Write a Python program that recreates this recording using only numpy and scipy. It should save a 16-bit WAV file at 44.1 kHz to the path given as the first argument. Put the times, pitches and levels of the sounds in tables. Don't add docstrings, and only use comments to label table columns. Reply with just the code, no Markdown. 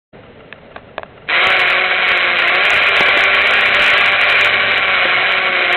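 import sys
import numpy as np
from scipy import signal
from scipy.fft import rfft, irfft
from scipy.io import wavfile
from scipy.ndimage import uniform_filter1d, minimum_filter1d

SR = 44100
rng = np.random.default_rng(int(sys.argv[2]) if len(sys.argv) > 2 else 0)


def log_audio(samples):
    frames = np.atleast_2d(samples).T
    limited = np.clip(frames, -1, 1)
    pcm = np.round(limited * 32767).astype(np.int16)
    wavfile.write(sys.argv[1], SR, pcm)


def volts_from_decibels(level):
    exponent = np.asarray(level, float) / 20
    return 10 ** exponent


N = 254016
CEILING = 0.72

# [f/Hz, density/dB]
ROOM_SPECTRUM = [(5.9, -47), (10, -12.5), (109, -2.5), (151, -1), (167, -4), (215, -1), (276, -3),
                 (329, -10), (423, -1), (586, -1.5), (994, -14), (2060, -14), (3240, -21), (4060, -28),
                 (5280, -65), (8930, -120)]
# [t/s, peak level/dB]
TICKS = [(0.2344, -35.5), (0.2644, -34.5), (0.4044, -35), (0.4344, -37), (0.5594, -34), (0.5844, -37),
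         (0.7144, -34), (0.789, -35), (0.8894, -35), (1.0594, -34.5), (1.1774, -32), (1.2194, -35)]
# [f/Hz, level/dB, t60/s]
TICK_MODES = [(1350, 2, 0.05), (2040, -3, .04), (2790, -1.5, .04)]
# [start t/s, length/s, f/Hz, level/dB]
TABLE_HUMS = [
    (1.467, 0.35, 117.5, -49.5),
    (2.65, 0.19, 124, -55),
    (2.7, .9, 80.4, -42.5),
    (3.6, .2, 117.5, -43),
    (3.694, .15, 78, -49),
    (4.0, 0.18, 111.3, -42),
    (4.185, .9, 75.9, -47.5),
    (4.305, .5, 117.5, -42),
    (4.998, .3, 122.1, -46.5),
    (3.09, 0.89, 239, -41.5),
]
# [t/s, blow level/dB, best-struck f/Hz, fall below it/dB per octave, fall above it/dB per octave]
SWITCH_CLICKS = [
    (0.5261, -13, 1980, 10.5, 11),
    (.7105, -31, 640, 9, 8),
    (0.7612, -16, 1350, 8, 14),
    (0.7638, -17, 710, 6.5, 3.7),
    (0.7682, -28, 1150, 4.5, 12),
    (.781, -29, 1100, 11, 11),
    (0.9807, -6.5, 900, 3.2, 4),
    (0.995, -17.5, 640, 5, 9.7),
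    (1.032, -14.5, 1360, 2.2, 8.7),
    (1.289, -8, 1780, 22, 9),
]
# [f/Hz, t60/s]
SWITCH_MODES = [(640, 0.022), (1100, 0.0098), (1700, 0.014), (2550, 0.0098), (3650, 0.0067)]
# [t/s, peak level/dB, f/Hz, t60/s]
KNOCKS = [(.9808, -21, 430, .025), (1.4685, -14, 520, .02), (1.4685, -21, 90, .05), (2.399, -18, 500, .02),
          (2.765, -22, 150, .03), (3.0065, -3.5, 400, .03), (3.009, -9, 660, .03), (3.007, -11, 220, .03),
          (3.0845, -10, 480, .035), (3.1705, -10, 400, .035), (3.93, -25, 90, .05), (5.0535, -13, 380, .03),
          (5.0535, -10, 540, .032)]
# [t/s, shaft f/Hz, rattle level/dB, bearing load level/dB]
MOTOR = [(1.27, 149, -30, -5), (1.3, 155.7, -18, -2.5), (1.36, 170.9, -10, 3), (1.44, 187.2, -8, 1),
         (1.72, 187.4, -13.5, -1), (2.0, 183.8, -13, -3.5), (2.47, 173, -12.5, 0.5), (2.68, 199.7, -12, -2),
         (3.12, 196.1, -9, 0.5), (3.68, 196, -12, -2), (3.85, 199.6, -7.5, 4), (4.24, 197.2, -12, -7),
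         (4.41, 196.8, -7, 3), (4.5, 197.3, -12.5, -2), (4.78, 194, -13, -7.5), (5.1, 181.2, -12.5, -1),
         (5.28, 189.6, -12.5, -5.5), (5.76, 177, -14, 3.5)]
# [shaft multiple, level at panel pitch/dB, panel f/Hz, width/Hz]
PANEL_HUMS = [(2, -33.5, 385, 72), (3, -28.5, 595, 81), (4, -29.5, 748, 72)]
# [shaft multiple, level/dB]
UPPER_ORDERS = [(1, -51), (6, -35), (7, -33.5), (12, -24)]
# [f/Hz, density/dB]
SHELL_SPECTRUM = [(150, -43.5), (250, -27), (323, -17), (380, -14.5), (433, -14.5), (593, -10), (636, -9.5),
                  (748, -11.5), (902, -10.5), (1130, -2), (1260, -11.5), (1370, -6.5), (1670, -1),
                  (2290, -2.5), (3980, -8), (5280, -93), (8930, -120)]
# [f/Hz, width/Hz, gain level/dB]
PANELS = [(500, 450, 14), (716, 71, 9), (1122, 74, 4.5), (1377, 178, 9.5), (1523, 37, 10), (1870, 74, 7.5),
          (2118, 160, 7.5), (2264, 89, 10.5), (2458, 150, 5.5), (2930, 160, 7)]
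# [t/s, overload level/dB]
SLAPS = [(1.443, -29.5), (1.5674, -41), (2.1755, -27.5), (2.2287, -46), (2.2476, -45.5), (4.1229, -31),
         (4.7178, -39.5), (4.7799, -29), (4.8831, -42), (5.0564, -40), (5.3232, -30.5), (5.383, -50),
         (5.4485, -46), (5.4703, -41), (5.7283, -23), (4.7592, -43.5), (3.1295, -44), (5.7339, -46),
         (5.53, -50)]
# [hardest slap t/s, overload level/dB, chatter before/s, chatter after/s]
BURSTS = [(1.4709, -18.5, 0.0034, 0.00074), (1.5038, -24.5, 0, 0.022), (1.603, -23.5, 0.0082, 0.015),
          (1.7034, -27, 0.026, 0.026), (2.0883, -29.5, 0.0077, 0.043), (2.39, -31.5, 0.0025, 0.034),
          (2.4783, -28.5, 0.0028, 0.019), (2.5503, -33.5, .007, 0.008), (2.654, -21.5, 0.018, 0.013),
          (2.7051, -7, 0.0072, 0.038), (2.764, -25, 0.0097, 0.027), (2.8382, -30.5, 0.023, 0.0064),
          (2.8879, -25.5, 0.019, 0.0059), (2.9676, -19, 0.0066, .04), (3.0325, -25, 0.026, 0.059),
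          (3.176, -18.5, 0.0036, 0.033), (3.2397, -24.5, 0.00049, 0.018), (3.3489, -28.5, 0.0084, 0.073),
          (3.5099, -19.5, 0.055, .036), (3.609, -26, 0.049, 0.082), (3.748, -17, 0.018, 0.065),
          (3.8426, -14, 0.021, .012), (3.8642, -12.5, .007, .026), (3.9035, -14.5, 0.034, 0.037),
          (3.98, -25, 0.0066, 0.031), (4.061, -19, 0.015, 0.027), (4.2154, -24.5, 0.0012, 0.029),
          (4.302, -25, 0.02, .026), (4.412, -13, 0.057, 0.005), (4.4482, -20, 0.00062, .026)]


def evened(x):
    return x / np.sqrt(np.mean(x ** 2) + 1e-20)


def curves(rows):
    t_s, *columns = np.transpose(rows)
    return [np.interp(np.arange(N) / SR, t_s, column) for column in columns]


def colour(x, points, peaks=()):
    f_hz = np.fft.rfftfreq(N, 1 / SR)
    point_hz, point_db = np.transpose(points)
    gain_db = np.interp(np.log(f_hz + 1), np.log(point_hz + 1), point_db, left=-90, right=-90)
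    for centre_hz, width_hz, top_db in peaks:
        gain_db = gain_db + top_db / (1 + (2 * (f_hz - centre_hz) / width_hz) ** 2)
    return irfft(rfft(x) * volts_from_decibels(gain_db), N)


def drift(f_hz):
    lowpass = signal.butter(2, f_hz, fs=SR, output="sos")
    return evened(signal.sosfilt(lowpass, rng.standard_normal(N)))


def add(mix, t_s, sound):
    part = mix[round(t_s * SR):][:len(sound)]
    part += sound[:len(part)]


def ring(f_hz, t60_s, rise_s=0.000068):
    t = np.arange(6000) / SR
    return np.sin(2 * np.pi * f_hz * t) * volts_from_decibels(-60 * t / t60_s) * (1 - np.exp(-t / rise_s))


def room():
    murmur = evened(colour(rng.standard_normal(N), ROOM_SPECTRUM))
    return volts_from_decibels(-39.54 + 0.9 * drift(25)) * murmur


def ticking():
    out = np.zeros(N)
    tick = sum(volts_from_decibels(db) * ring(hz, t60_s, rise_s=0.00085) for hz, db, t60_s in TICK_MODES)
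    for t_s, db in TICKS:
        add(out, t_s, volts_from_decibels(db - 5) * tick)
    return out


def table():
    t = np.arange(N) / SR
    rumble_spectrum = [(20, -28.5), (60, -5), (130, 2.5), (240, 8.5), (330, 3)]
    rumble = evened(colour(rng.standard_normal(N), rumble_spectrum, [(232.5, 6.6, 6)]))
    swell_db = 6.2 * np.exp(-((t - 4.7) / 2.1) ** 2)
    out = volts_from_decibels(-48.5 + swell_db + 1.3 * drift(1.3)) * rumble
    ease_s = 0.062
    for start_s, length_s, hz, db in TABLE_HUMS:
        inside_s = np.minimum(t - start_s, start_s + length_s - t)
        spell = np.clip(inside_s / ease_s + 0.5, 0, 1) ** 2
        out += np.sqrt(2) * volts_from_decibels(db) * spell * np.sin(2 * np.pi * hz * t)
    return out * np.clip((t - 1.28) / 0.05, 0, 1)


def finger_slide():
    out = np.zeros(N)
    start_s, length_s, level_db = 0.69, 0.15, -47
    stroke = np.hanning(round(length_s * SR))
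    slips = rng.standard_normal(len(stroke)) ** 3 * stroke
    body = sum(ring(hz, t60_s) for hz, t60_s in SWITCH_MODES[:4])
    add(out, start_s, volts_from_decibels(level_db) * evened(signal.oaconvolve(slips, body)[:len(stroke)]))
    return out


def switch():
    out, t = np.zeros(N), np.arange(600) / SR
    tunes = rng.uniform(0.94, 1.03, (len(SWITCH_CLICKS), 5))
    for (t_s, db, best_hz, below, above), tune in zip(SWITCH_CLICKS, tunes):
        for k, (hz, t60_s) in enumerate(SWITCH_MODES):
            octaves = np.log2(hz / best_hz)
            blow_db = db - max(above * octaves, -below * octaves)
            sign = (-1) ** k
            add(out, t_s, sign * volts_from_decibels(blow_db) * ring(hz * tune[k], t60_s, rise_s=0.0001))
        band = signal.butter(1, [best_hz / 2, best_hz * 2], "band", fs=SR, output="sos")
        crack = evened(signal.sosfilt(band, rng.standard_normal(len(t))))
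        add(out, t_s, volts_from_decibels(db - 19 - 60 * t / 0.0081) * crack)
    return out


def knocks():
    out = np.zeros(N)
    for t_s, db, hz, t60_s in KNOCKS:
        knock = ring(hz, t60_s, rise_s=0.0006)
        knock -= 0.6 * ring(2.1 * hz, 0.7 * t60_s, rise_s=0.0003)
        knock += 0.4 * ring(3.2 * hz, 0.6 * t60_s, rise_s=0.0003)
        add(out, t_s, volts_from_decibels(db) * knock)
    return out


def shaft_hums(shaft_hz, turns, rattle_db, load_db):
    hums = []
    for k, db, panel_hz, width_hz in PANEL_HUMS:
        off_panel_db = 10 * np.log10(1 + (2 * (k * shaft_hz - panel_hz) / width_hz) ** 2)
        hums.append((k, db + load_db - off_panel_db))
    hums += [(k, db + rattle_db + 10.5) for k, db in UPPER_ORDERS]
    out = np.zeros(N)
    for k, db in hums:
        level_db = db + 1.0 + 2.17 * drift(50) + 2.06 * drift(7)
        out += np.sqrt(2) * volts_from_decibels(level_db) * np.sin(2 * np.pi * (k * turns + rng.random()))
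    return out


def surges():
    busy = np.zeros(N)
    for t_s, _, before_s, after_s in BURSTS:
        add(busy, t_s - before_s - 0.004, np.ones(round((before_s + after_s + 0.008) * SR)))
    return uniform_filter1d(np.minimum(busy, 1), size=900)


def gear_rattle(turns, rattle_db):
    grain_db, teeth_hz = 3.0, 5500
    struck = rng.random(N) < teeth_hz / SR
    force = volts_from_decibels(grain_db * np.minimum(rng.exponential(1, N), 3.5))
    teeth = force * rng.choice([-1., 1.], N) * struck
    once_a_turn = 1 + 0.5 * np.cos(2 * np.pi * turns) + 0.16 * np.cos(4 * np.pi * turns + 1)
    blows = teeth * once_a_turn * volts_from_decibels(0.82 * drift(12) + 1.2 * drift(30) + 0.6 * drift(120))

    seam = 2 * drift(12.07)
    shifted = [(hz * 1.07 if hz > 1500 else hz, width_hz, db) for hz, width_hz, db in PANELS]
    shell = colour(blows * np.cos(seam) ** 2, SHELL_SPECTRUM, PANELS)
    shell += colour(blows * np.sin(seam) ** 2, SHELL_SPECTRUM, shifted)
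    shell = signal.sosfilt(signal.butter(2, 280, "high", fs=SR, output="sos"), shell)

    low = signal.sosfiltfilt(signal.butter(2, 950, fs=SR, output="sos"), shell)
    low_db = -14 - 0.42 * np.maximum(rattle_db + 14, -4)
    level_db = rattle_db - 1.2 + 1.5 * surges()
    return volts_from_decibels(level_db) * (evened(shell - low) + volts_from_decibels(low_db) * evened(low))


def motor():
    shaft_hz, rattle_db, load_db = curves(MOTOR)
    shaft_hz = uniform_filter1d(shaft_hz, size=3000)
    waver = 0.00722 * drift(36.3) + 0.008 * drift(5.09)
    turns = np.cumsum(shaft_hz * (1 + waver)) / SR
    out = gear_rattle(turns, rattle_db) + shaft_hums(shaft_hz, turns, rattle_db, load_db)
    return out * np.clip((np.arange(N) / SR - MOTOR[0][0]) / 0.029, 0, 1)


def narrow(x):
    lowpass = signal.firwin(501, 4270, window=("kaiser", 10), fs=SR)
    return signal.oaconvolve(x, lowpass, "same")


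def held(x, play=0.67):
    gain = minimum_filter1d(np.minimum(1, play / (abs(x) + 1e-9)), size=101)
    return x * np.convolve(gain, np.hanning(101) / 50, "same")


def all_slaps():
    rows = list(SLAPS)
    least_s, spread_s = 0.0012, 0.008
    soft_db, hard_db = -52, -20
    for (t_s, db, before_s, after_s), draws in zip(BURSTS, rng.random((len(BURSTS), 2, 2, 12))):
        rows.append((t_s, db))
        for way, span_s, (gap, force) in zip((-1, 1), (before_s, after_s), draws):
            away_s = np.cumsum(least_s - spread_s * np.log(1 - gap))
            last = min(int(span_s / (least_s + spread_s)), 11)
            away_s *= span_s / away_s[last]
            for a, f in zip(away_s, force):
                if 0 < a <= span_s * 1.001:
                    rows.append((t_s + way * a, soft_db + f ** 1.5 * (min(db, hard_db) - soft_db)))
    return rows


def slapped(whirr):
    slap_hz, width_s = 2200, 0.00027
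    t = np.arange(-88, 89) / SR
    window = np.exp(-0.5 * (t / width_s) ** 2)
    hush_window = np.exp(-0.5 * (t / width_s / 1.01) ** 2)
    hush, slaps = np.zeros(N), np.zeros(N)
    for (t_s, db), (sign, tune) in zip(all_slaps(), rng.uniform(-1, 1, (400, 2))):
        size = np.sign(sign) * CEILING * (1 + 1.56 * volts_from_decibels(0.72 * db))
        swing = np.cos(2 * np.pi * slap_hz * (1 + 0.028 * tune) * t)
        add(slaps, t_s + t[0], size * window * swing)
        add(hush, t_s + t[0], hush_window)
    return whirr * np.clip(1 - hush, 0, 1) + slaps


def scene():
    sources = room() + ticking() + table() + finger_slide() + switch() + motor()
    return (slapped(held(narrow(sources))) + narrow(knocks()))[None]


def roll_off(x):
    return signal.sosfilt(signal.butter(12, 15900, fs=SR, output="sos"), x)


def record(dry):
    on = np.clip((np.arange(N) / SR - 0.119) / 0.017, 0, 1) ** 3
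    return roll_off(np.clip(dry * on, -CEILING, CEILING))


dry = scene()
out = record(dry)
log_audio(out)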